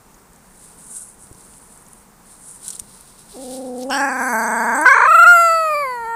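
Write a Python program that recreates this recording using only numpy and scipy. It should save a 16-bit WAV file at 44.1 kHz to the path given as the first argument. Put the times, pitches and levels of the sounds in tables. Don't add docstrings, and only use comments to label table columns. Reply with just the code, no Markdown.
import sys
import numpy as np
from scipy import signal
from scipy.fft import rfft, irfft
from scipy.io import wavfile
from scipy.ndimage import uniform_filter1d

SR = 44100
rng = np.random.default_rng(int(sys.argv[2]) if len(sys.argv) > 2 else 0)


def field_ratio(decibels):
    return 10 ** (np.asarray(decibels, dtype=float) / 20)


def master_out(mix):
    frames = np.transpose(np.atleast_2d(mix))
    ceiling = np.clip(frames, -1, 1)
    pcm = np.round(ceiling * 32767).astype(np.int16)
    wavfile.write(sys.argv[1], SR, pcm)


N = 271425
T = np.arange(N) / SR


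def evened(x):
    return x / np.sqrt(np.mean(x ** 2) + 1e-20)


def columns(rows, t):
    s, *rest = np.transpose(rows)
    return [np.interp(t, s, column) for column in rest]


def add(mix, s, sound):
    part = mix[round(s * SR):][:len(sound)]
    part += sound[:len(part)]


def coloured(x, points):
    hz, db = np.transpose(points)
    bins_hz = np.fft.rfftfreq(len(x), 1 / SR)
    gain_db = np.interp(np.log(bins_hz + 1), np.log(hz + 1), db)
    return irfft(rfft(x) * field_ratio(gain_db), len(x))


def peak(hz, centre_hz, width_hz):
    return 1j * width_hz * centre_hz / (centre_hz ** 2 - hz ** 2 + 1j * hz * width_hz)


# pitch_hz, level_db (per Hz)
AIR = [(12, -21.5), (20, 2.5), (47, -1.5), (92, -10), (185, 1), (322, -10), (463, -7), (562, -12.5),
       (953, -7.5), (2080, -19), (3240, -26.5), (5200, -24), (9060, -17.5), (11300, -26), (15400, -23)]
AIR_DB = -49


def air():
    swell = evened(uniform_filter1d(rng.standard_normal(N), size=6000))
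    return field_ratio(AIR_DB + .5 * swell) * evened(coloured(rng.standard_normal(N), AIR))


# peak_s, peak_db, rise_s (over 20 dB), fall_s (over 20 dB),
# scrape_db (low scrape beside the hiss)
STROKES = [(.1, -63.5, 0.2, 0.33, -8.5), (.64, -43.5, 0.2121, 0.31, -14.5), (.91, -35, .11, .14, -25),
           (0.965, -34.5, 0.08, 0.08, -25), (1.02, -37, .1, .07, -25), (1.1, -45, .2, .09, -25),
           (1.205, -41.5, 0.05, 0.16, -23.5), (1.4, -46, 0.25, 0.27, -13), (1.56, -47, 0.24, 0.25, -16.5),
           (1.76, -46, .25, 0.13, -19), (1.95, -48.5, 0.29, 0.17, -20), (2.3, -46, 0.1, 0.23, -11.5),
           (2.51, -36, 0.1522, 0.11, -20), (2.647, -36, .04, .06, -10), (2.673, -33, 0.05, 0.02, -10),
           (2.688, -27.5, .012, .025, -12), (2.732, -36, .02, .04, -8), (2.762, -34, 0.03, 0.04, -11),
           (2.94, -45.5, .5, 0.56, -6), (3.53, -36, 0.35, 0.16, -4.5), (3.8, -47.5, .5, 0.04, -6),
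           (3.83, -48.5, 0.0481, 0.025, 9.5), (3.87, -47.5, -0.33, -0.3, -14.5)]


def strokes():
    hiss, scrape = 0, 0
    for s, db, rise_s, fall_s, scrape_db in STROKES:
        power = field_ratio(db - 20 * np.maximum((s - T) / rise_s, (T - s) / fall_s)) ** 2
        hiss = hiss + power
        scrape = scrape + power * field_ratio(scrape_db) ** 2
    return np.sqrt(hiss), np.sqrt(scrape)


def fibre_slips():
    size_db = 2.0 * np.minimum(rng.exponential(1, N), 5)
    return rng.standard_normal(N) * field_ratio(size_db) * (rng.random(N) < .25)


# pitch_hz, level_db (per Hz)
CLOTH = [(880, -54), (1500, -10), (1640, -26), (1740, -36.5), (2030, -42), (2460, -50.5), (2560, -36),
         (4820, -24), (8740, 3.5), (10100, 0.5), (15400, -38.5)]


def rustle():
    hiss_level, scrape_level = strokes()
    clumps = field_ratio(2.05 * evened(uniform_filter1d(rng.standard_normal(N), size=1600)))
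    hiss = evened(coloured(fibre_slips(), CLOTH))
    scrape_colour = [(1200, -23.5), (2500, -13.5), (4000, -1.5), (5500, -3.0), (8000, -12.5)]
    scrape = evened(coloured(fibre_slips(), scrape_colour))
    return clumps * (hiss_level * hiss + scrape_level * scrape)


# start_s, peak_db, pitch_hz, tail_ms, spread_octaves
SNAPS = [(0.144, -38, 6600, 8, .5), (0.333, -37, 9200, 3.0, 1.), (0.36, -38.5, 8100, 4.7, 1.),
         (0.8683, -30, 8900, 6, .8), (0.9652, -24, 8660, 3.0, .8), (.978, -23, 8800, 2.5, .8),
         (1.071, -33, 9500, 3., .7), (1.1428, -37, 10100, 3.0, .5), (1.271, -42, 5200, 3., 1.2),
         (1.3279, -33, 9000, 2.5, .9), (1.3477, -38, 6500, 2.5, 1.8), (1.408, -38, 7500, 3., 1.),
         (1.5374, -39, 5000, 3.0, 1.8), (1.5812, -32, 9800, 2.7, .7), (1.775, -33, 8900, 3.0, 1.),
         (1.865, -36, 7030, 3.7, 1.), (1.8843, -32.5, 10100, 3.0, 1.), (1.932, -27, 9430, 4, 1.),
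         (2.603, -32.5, 9060, 3.0, 1.), (2.629, -30, 9200, 3.0, 1.), (2.659, -28, 10500, 2., 1.),
         (2.6808, -13.5, 8540, 3.0, 1.2), (2.7035, -17, 8060, 12, 1.3), (2.7495, -21, 8650, 5, .8),
         (2.754, -24, 8650, 3., .8), (2.7935, -20, 8600, 2.5, 1.2), (2.7968, -12, 8520, 3.2, 1.2),
         (2.802, -25, 9000, 7, 1.), (3.0094, -28.5, 10170, 3.9, 1.), (3.781, -25, 9293, 4, 1.),
         (3.8118, -24.5, 9120, 2.2, 1.), (3.8336, -24, 7000, 3.0, 1.6), (3.9, -21, 6720, 7.8, 1.),
         (4.8133, -13, 9800, 4.1, .55)]
# start_s, peak_db, pitch_hz
THUDS = [
    (1.24, -38, 110),
    (1.313, -28, 107.2),
    (1.35, -36, 120),
    (2.819, -31, 79.6),
]


def snaps():
    out, t = np.zeros(N), np.arange(2000) / SR
    skirts = [(-2, -38), (-.56, -14), (0, 0), (.33, -13), (.8, -36)]  # (spreads from the pitch, dB)
    for s, db, hz, tail_ms, wide in SNAPS:
        colour = [(hz * 2 ** (wide * step), skirt_db) for step, skirt_db in skirts]
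        ring = coloured(rng.standard_normal(len(t)), colour)
        ring = ring * field_ratio(-20 * t * 1000 / max(tail_ms, .5)) * np.minimum(t / 0.00034, 1)
        add(out, s, field_ratio(db) * ring / abs(ring).max())
    for s, db, hz in THUDS:
        push = np.sin(2 * np.pi * hz * t) + .5 * np.sin(2 * np.pi * 2.86 * hz * t)
        add(out, s, -field_ratio(db - 60 * t / 0.0257) * push)
    return out


# start_s, pitch_hz
ONSET = [
    (3.33, 424.7),
    (3.352, 409.3),
]
# start_s, pitch_hz (folds taut), effort_db,
# pose (mouth pose 0-10, fractions lie between two poses)
HUM = [(3.335, 261.1, -51.5, 0), (3.35, 262, -38.5, 0), (3.39, 262.5, -37.5, 0), (3.43, 283, -37, 0),
       (3.47, 256.8, -36.5, 0.001), (3.61, 275.9, -33.5, 0.0067), (3.72, 254.1, -32.5, 0),
       (3.85, 258.8, -30, 0.002), (3.885, 280.8, -31, 0)]
MOAN = [(3.909, 275.3, -24, 0.849), (3.94, 282.1, -24, 1.006), (4.02, 291, -20.5, 1.883),
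        (4.14, 268, -25.5, 2.583), (4.29, 266, -23, 2.92), (4.345, 225, -23, 2.97),
        (4.47, 243, -23.5, 3.464), (4.71, 244.4, -21, 4.14), (4.785, 305, -19.5, 4.055)]
BREAK = [(4.846, 320.3, -20, 4.06), (4.859, 526.5, -13.5, 5.01), (4.9, 571.7, -14, 4.92),
         (4.975, 588, -11, 5.924), (5.012, 620, -10, 6.01), (5.055, 623.1, -8.5, 6.107),
         (5.1, 677, -9.5, 6.839), (5.155, 691.2, -6, 6.919), (5.235, 704.7, -4.6, 6.96)]
FALL = [(5.315, 705, -5.1, 7.05), (5.345, 695, -9, 7.8), (5.63, 642.2, -19, 8.65), (5.76, 596.2, -21.5, 9),
        (5.82, 575.7, -22.5, 9.15), (5.865, 520.1, -24.5, 9.386), (5.995, 467, -28, 9.793),
        (6.056, 459.2, -25.5, 9.81), (6.16, 460.8, -24.5, 9.98)]
CALL = HUM + MOAN + BREAK + FALL
# first_s and last_s (slack moments), count, dip (share of pitch),
# sag_db (level), tighten_ms (slack to taut)
QUAVER_RUNS = [dict(first_s=3.374, last_s=3.879, count=15, dip=.065, sag_db=-1., tighten_ms=22)]
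DIP_SPREAD, SAG_SPREAD_DB = .22, 1.37
# slack_s, slack_pitch_hz, tighten_ms, sag_db
WAVERS = [(3.915, 247, 25, 0.1), (3.951, 268, 17, 0.1), (3.985, 258, 25, -1), (4.02, 272, 28, -1),
          (4.06, 265, 28, -1), (4.098, 241, 27, -1), (4.136, 250, 29, -1), (4.174, 243, 23, -1),
          (4.213, 231, 24, 1.1), (4.252, 250, 23, -1), (4.294, 238, 23, -1), (4.342, 216, 18, .1),
          (4.37, 218, 30, -1), (4.41, 217, 25, -1), (4.447, 215, 25, -1), (4.49, 211, 25, -1),
          (4.527, 215, 26, .1), (4.57, 222, 25, -1), (4.61, 218, 27, .1), (4.65, 210, 25, -1),
          (4.69, 225, 20, .1), (4.728, 222, 29, -1), (4.767, 254, 23, -1), (4.807, 295, 15, -1)]
# slack_s, slack_pitch_hz, tighten_ms, sag_db
CRACKS = [(4.848, 328, 10.74, -2), (4.876, 496.4, 20.04, 1.5), (4.919, 523, 19.5, -0.5),
          (4.953, 445, 22, -1.0), (4.991, 440, 21, -2), (5.028, 470, 19.5, -0.4), (5.063, 512, 15, -0.6),
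          (5.099, 618.9, 16.6, 0.2), (5.136, 617.6, 14.3, -0.5), (5.174, 642.5, 21.3, -3.5),
          (5.207, 669.7, 28.7, -2.5), (5.249, 640.6, 24.3, -3)]


def taut_hz(s):
    return columns(CALL, s)[0]


def quaver(t):
    rows = []
    for run in QUAVER_RUNS:
        s = np.linspace(run["first_s"], run["last_s"], run["count"])
        deep, weak = rng.standard_normal((2, run["count"]))
        dip = run["dip"] * (1 + DIP_SPREAD * deep)
        slack_hz = taut_hz(s + run["tighten_ms"] / 2000) * (1 - dip)
        rows += zip(s, slack_hz, run["tighten_ms"] + 0 * s, run["sag_db"] + SAG_SPREAD_DB * weak)
    s, slack_hz, tighten_ms, sag_db = np.transpose(rows + WAVERS + CRACKS)
    taut_s = s + tighten_ms / 1000
    swings = np.stack([s, slack_hz, sag_db, taut_s, taut_hz(taut_s), 0 * s], axis=1).reshape(-1, 3)
    squeak = [(row[0], row[1], 0) for row in ONSET]
    slide = [(row[0], row[1], 0) for row in FALL]
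    knots = np.concatenate([squeak, swings, slide])  # (s, Hz, sag dB)
    order = np.arange(len(knots))
    place = np.interp(t, knots[:, 0], order)
    rise = np.maximum(np.diff(np.log(knots[:, 1]), append=0), 0)[place.astype(int)]
    part = .45 * (place % 1) + .55 * (place % 1) ** (1 + 26 * rise ** 2)
    swinging = np.floor(place) + (1 - np.cos(np.pi * part)) / 2
    eased = np.where(t < FALL[0][0], swinging, place)
    return [np.interp(eased, order, knots[:, c]) for c in (1, 2)]


# pitch_hz, level_db (over effort)
SHUT = [(512, 0.22), (1300, -17), (2200, -45), (3000, -14), (4600, -22), (5400, -6.5), (8300, -12.5),
        (10600, -30), (12800, -24.5)]
GAPE = [(860, -1.05), (1600, -1.5), (2830, -20.5), (3000, -9), (4600, -13), (5400, -3), (8300, -11),
        (10600, -27.5), (12800, -22)]
OPEN = [(870, 0.28), (1685, -2), (2580, -17.5), (3300, -36), (4700, -19.5), (5850, -14), (7850, -15.5),
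        (10350, -27), (12700, -33)]
ROUND = [(880, 0.37), (1570, -1.5), (2200, -14), (3500, -37), (4700, -21.5), (6200, -13), (8100, -14),
         (10400, -19), (13000, -20.5)]
DARK = [(900, 0.3), (1615, -3), (2200, -18.5), (3500, -34), (4700, -22), (6300, -18.5), (8200, -12.5),
        (11200, -41.5), (12900, -29)]
STRAIN = [(1068, -0.1), (1548, 5.5), (2280, -5), (3200, -29.5), (4300, -23), (5800, -15.5), (8300, -20),
          (11000, -35), (13000, -29.5)]
RASP = [(1040, 0.05), (1545, 0), (2240, -12), (3200, -34.5), (4200, -25.5), (6400, -24.5), (8300, -30),
        (11000, -58.5), (13000, -48)]
WIDE = [(1380, -0.06), (2060, -28.5), (2640, -20), (3450, -37), (4200, -28), (5600, -39), (8000, -23.5),
        (11000, -37), (13200, -35.5)]
EASING = [(1385, -0.26), (2060, -20.5), (2690, -26), (3400, -44), (4550, -16), (6800, -28), (7700, -17),
          (10900, -28), (13000, -29)]
CLOSING = [(1190, 0.2), (1860, -18), (2310, -5.5), (3200, -25), (4650, -13), (6900, -33), (7500, -28.5),
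           (10400, -22), (12800, -24.5)]
NARROW = [(955, 0.56), (1400, -8.5), (1900, -7.5), (2900, -29.5), (4300, -23.5), (6500, -34.5), (7700, -30),
          (10800, -28.5), (12800, -33.5)]
POSE_SHAPES = [SHUT, GAPE, OPEN, ROUND, DARK, STRAIN, RASP, WIDE, EASING, CLOSING, NARROW]
POSE_WIDTHS = [520, 360, 384.4, 850, 915, 1000]
# chest_db (pure low tone over effort), rough (0-1), width_hz (first resonance),
# breathy (share of the bright part, 0-1)
VOICING = [(3.5, 0.19, 410, 0.91), (-3, 0.11, 141, 1), (-4, 0.13, 139, 1), (-3.5, 0.05, 133.5, 0.63),
           (-6, 0.09, 127, 0.53), (-12, 0.05, 160, 0.6), (-16.5, 0.06, 150, .9), (-14, 0.01, 133.2, .2),
           (-5, .016, 160, 0.1), (1.6, .018, 165, 0.22), (-11.5, 0.04, 203, 0.23)]
# pitch_hz, level_db (over effort)
POCKET = [(9500, -45), (7000, -24), (9300, -33), (7000, -26), (7200, -24), (9500, -38), (9500, -48),
          (9000, -38), (9400, -31), (9200, -31), (9300, -38)]
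# centre_s, lost_hz
SLIPS = [(5.375, 12), (5.5, 9), (5.705, 6), (5.752, 18), (6.056, 14)]
# centre_s, lost_db
CATCHES = [(4.952, 10), (4.975, 14), (4.9905, 9), (5.011, 7), (5.0455, 9), (5.073, 5)]
SLIP_S, CATCH_S = .014, .0014
MOUTH_OPENS_S, SHUT_DB, SHUT_EDGE_HZ = 3.9, -26, 837


def howl():
    t = T[T > ONSET[0][0]]
    slow = t[::32]
    _, effort_db, pose = columns(CALL, slow)

    def posed(rows):
        return columns([(p, *row) for p, row in enumerate(rows)], pose)

    chest_db, rough, width, breathy = posed(VOICING)
    modes = [posed([shape[k] for shape in POSE_SHAPES]) for k in range(len(SHUT))]
    (first, first_db), (second, second_db), (third, third_db), *mouth = modes
    pocket, pocket_db = posed(POCKET)

    hz, sag_db = quaver(t)
    hz = hz - sum(lost * np.exp(-((t - s) / SLIP_S) ** 2) for s, lost in SLIPS)
    caught = field_ratio(-sum(lost_db * np.exp(-((slow - s) / CATCH_S) ** 2) for s, lost_db in CATCHES))
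    wobble = evened(uniform_filter1d(uniform_filter1d(rng.standard_normal(len(t)), size=150), size=150))
    hz = hz * (1 + .06 * np.interp(t, slow, rough) * wobble)
    slow_hz = hz[::32]
    turns = np.cumsum(hz) / SR

    shut = np.clip((MOUTH_OPENS_S - slow) / .022 + .5, 0, 1)
    edge = shut * SHUT_EDGE_HZ + (1 - shut) * 1.1136 * third
    share = np.clip(breathy, 0, 1)
    alike = .6
    puff, drift, voice = 0, 0, 0
    for k in range(1, 70):
        f = k * slow_hz
        fresh = rng.standard_normal(len(slow)) + 1j * rng.standard_normal(len(slow))
        calm = np.convolve(fresh, np.ones(3) / np.sqrt(3), "same")
        fresh = np.where(slow_hz < 400, calm, fresh)
        puff = alike * puff + np.sqrt(1 - alike ** 2) * fresh

        low = field_ratio(first_db + 4) * peak(f, first, width)
        low += field_ratio(chest_db - 1.0) * (1 - shut) * peak(f, 675.8, 73)
        throat = field_ratio(second_db) * peak(f, second, 113.1) - field_ratio(third_db) * peak(f, third, 150.7)
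        low -= field_ratio(SHUT_DB * shut + 6) * throat
        low *= (1 + rough * calm * f / 1100) / (1 + (f / edge) ** 14)

        upper = 0j
        for m, (centre, db) in enumerate(mouth):
            upper = upper + (-1) ** m * field_ratio(db) * peak(f, centre, POSE_WIDTHS[m]) ** 2
        upper += 1j * field_ratio(pocket_db) * peak(f, pocket, 700) ** 2
        upper += field_ratio(-43) * np.clip(pose - 6, 0, 1) * peak(f, 15200, 400) ** 2
        upper *= field_ratio(SHUT_DB * shut) * np.sqrt(slow_hz / 700) * (f < 15500)
        drift = 0.435 * drift + 0.905 * evened(uniform_filter1d(fresh.real, size=170))
        upper *= field_ratio(3.254 * drift)

        airy = share * np.clip(f / 7500, 0, 1) ** 3
        gain = caught * (low + upper * (np.sqrt(1 - airy) + np.sqrt(airy) * puff))
        if k == 1:
            gain = field_ratio(chest_db - 0.5) + 0j
        strength = np.interp(t, slow, field_ratio(effort_db) * gain)
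        voice = voice + (strength * np.exp(2j * np.pi * k * turns)).real
    out = np.zeros(N)
    fade_in = np.clip((t - t[0]) / 0.013, 0, 1)
    add(out, t[0], -fade_in * field_ratio(sag_db) * voice)
    return out


def room(x, t60_s=.13, wet_db=-22):
    t = np.arange(8000) / SR
    sparse = rng.choice([-1., 1.], len(t)) * (rng.random(len(t)) < .05)
    taps = sparse * field_ratio(-60 * t / t60_s) * (t > .003)
    return x + field_ratio(wet_db) * signal.oaconvolve(x, taps / np.linalg.norm(taps))[:N]


def scene():
    return (room(howl()) + rustle() + snaps() + air())[None]


def masked(x, under_db=-60, cut_db=-30, top_db=7):
    hz, _, z = signal.stft(x, SR, nperseg=2048, noverlap=1536)
    power = abs(z) ** 2 + 1e-20
    near = abs(uniform_filter1d(uniform_filter1d(power, size=13, axis=1), size=3, axis=2))
    over_db = 10 * np.log10(near / power.sum(1, keepdims=True) + 1e-20) - under_db
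    over_db += 12 * np.clip(1 - hz / 350, 0, 1)[:, None]
    over_db -= top_db * (np.clip((hz - 13800) / 800, 0, 1) - 2 * (hz > 14950))[:, None]
    kept = z * field_ratio(cut_db * np.clip(.5 - over_db / 3, 0, 1))
    return signal.istft(kept, nperseg=2048, noverlap=1536)[1][:, :N]


def top_cut(x):
    return signal.sosfilt(signal.butter(12, 15520, fs=SR, output="sos"), x)


def record(dry):
    clipped = np.clip(dry, -.94, .94)
    edge = signal.firwin(301, 15500, window=("kaiser", 9), fs=SR)
    limited = signal.oaconvolve(clipped, edge[None], "same")
    return top_cut(masked(limited))


dry = scene()
out = record(dry)
master_out(out)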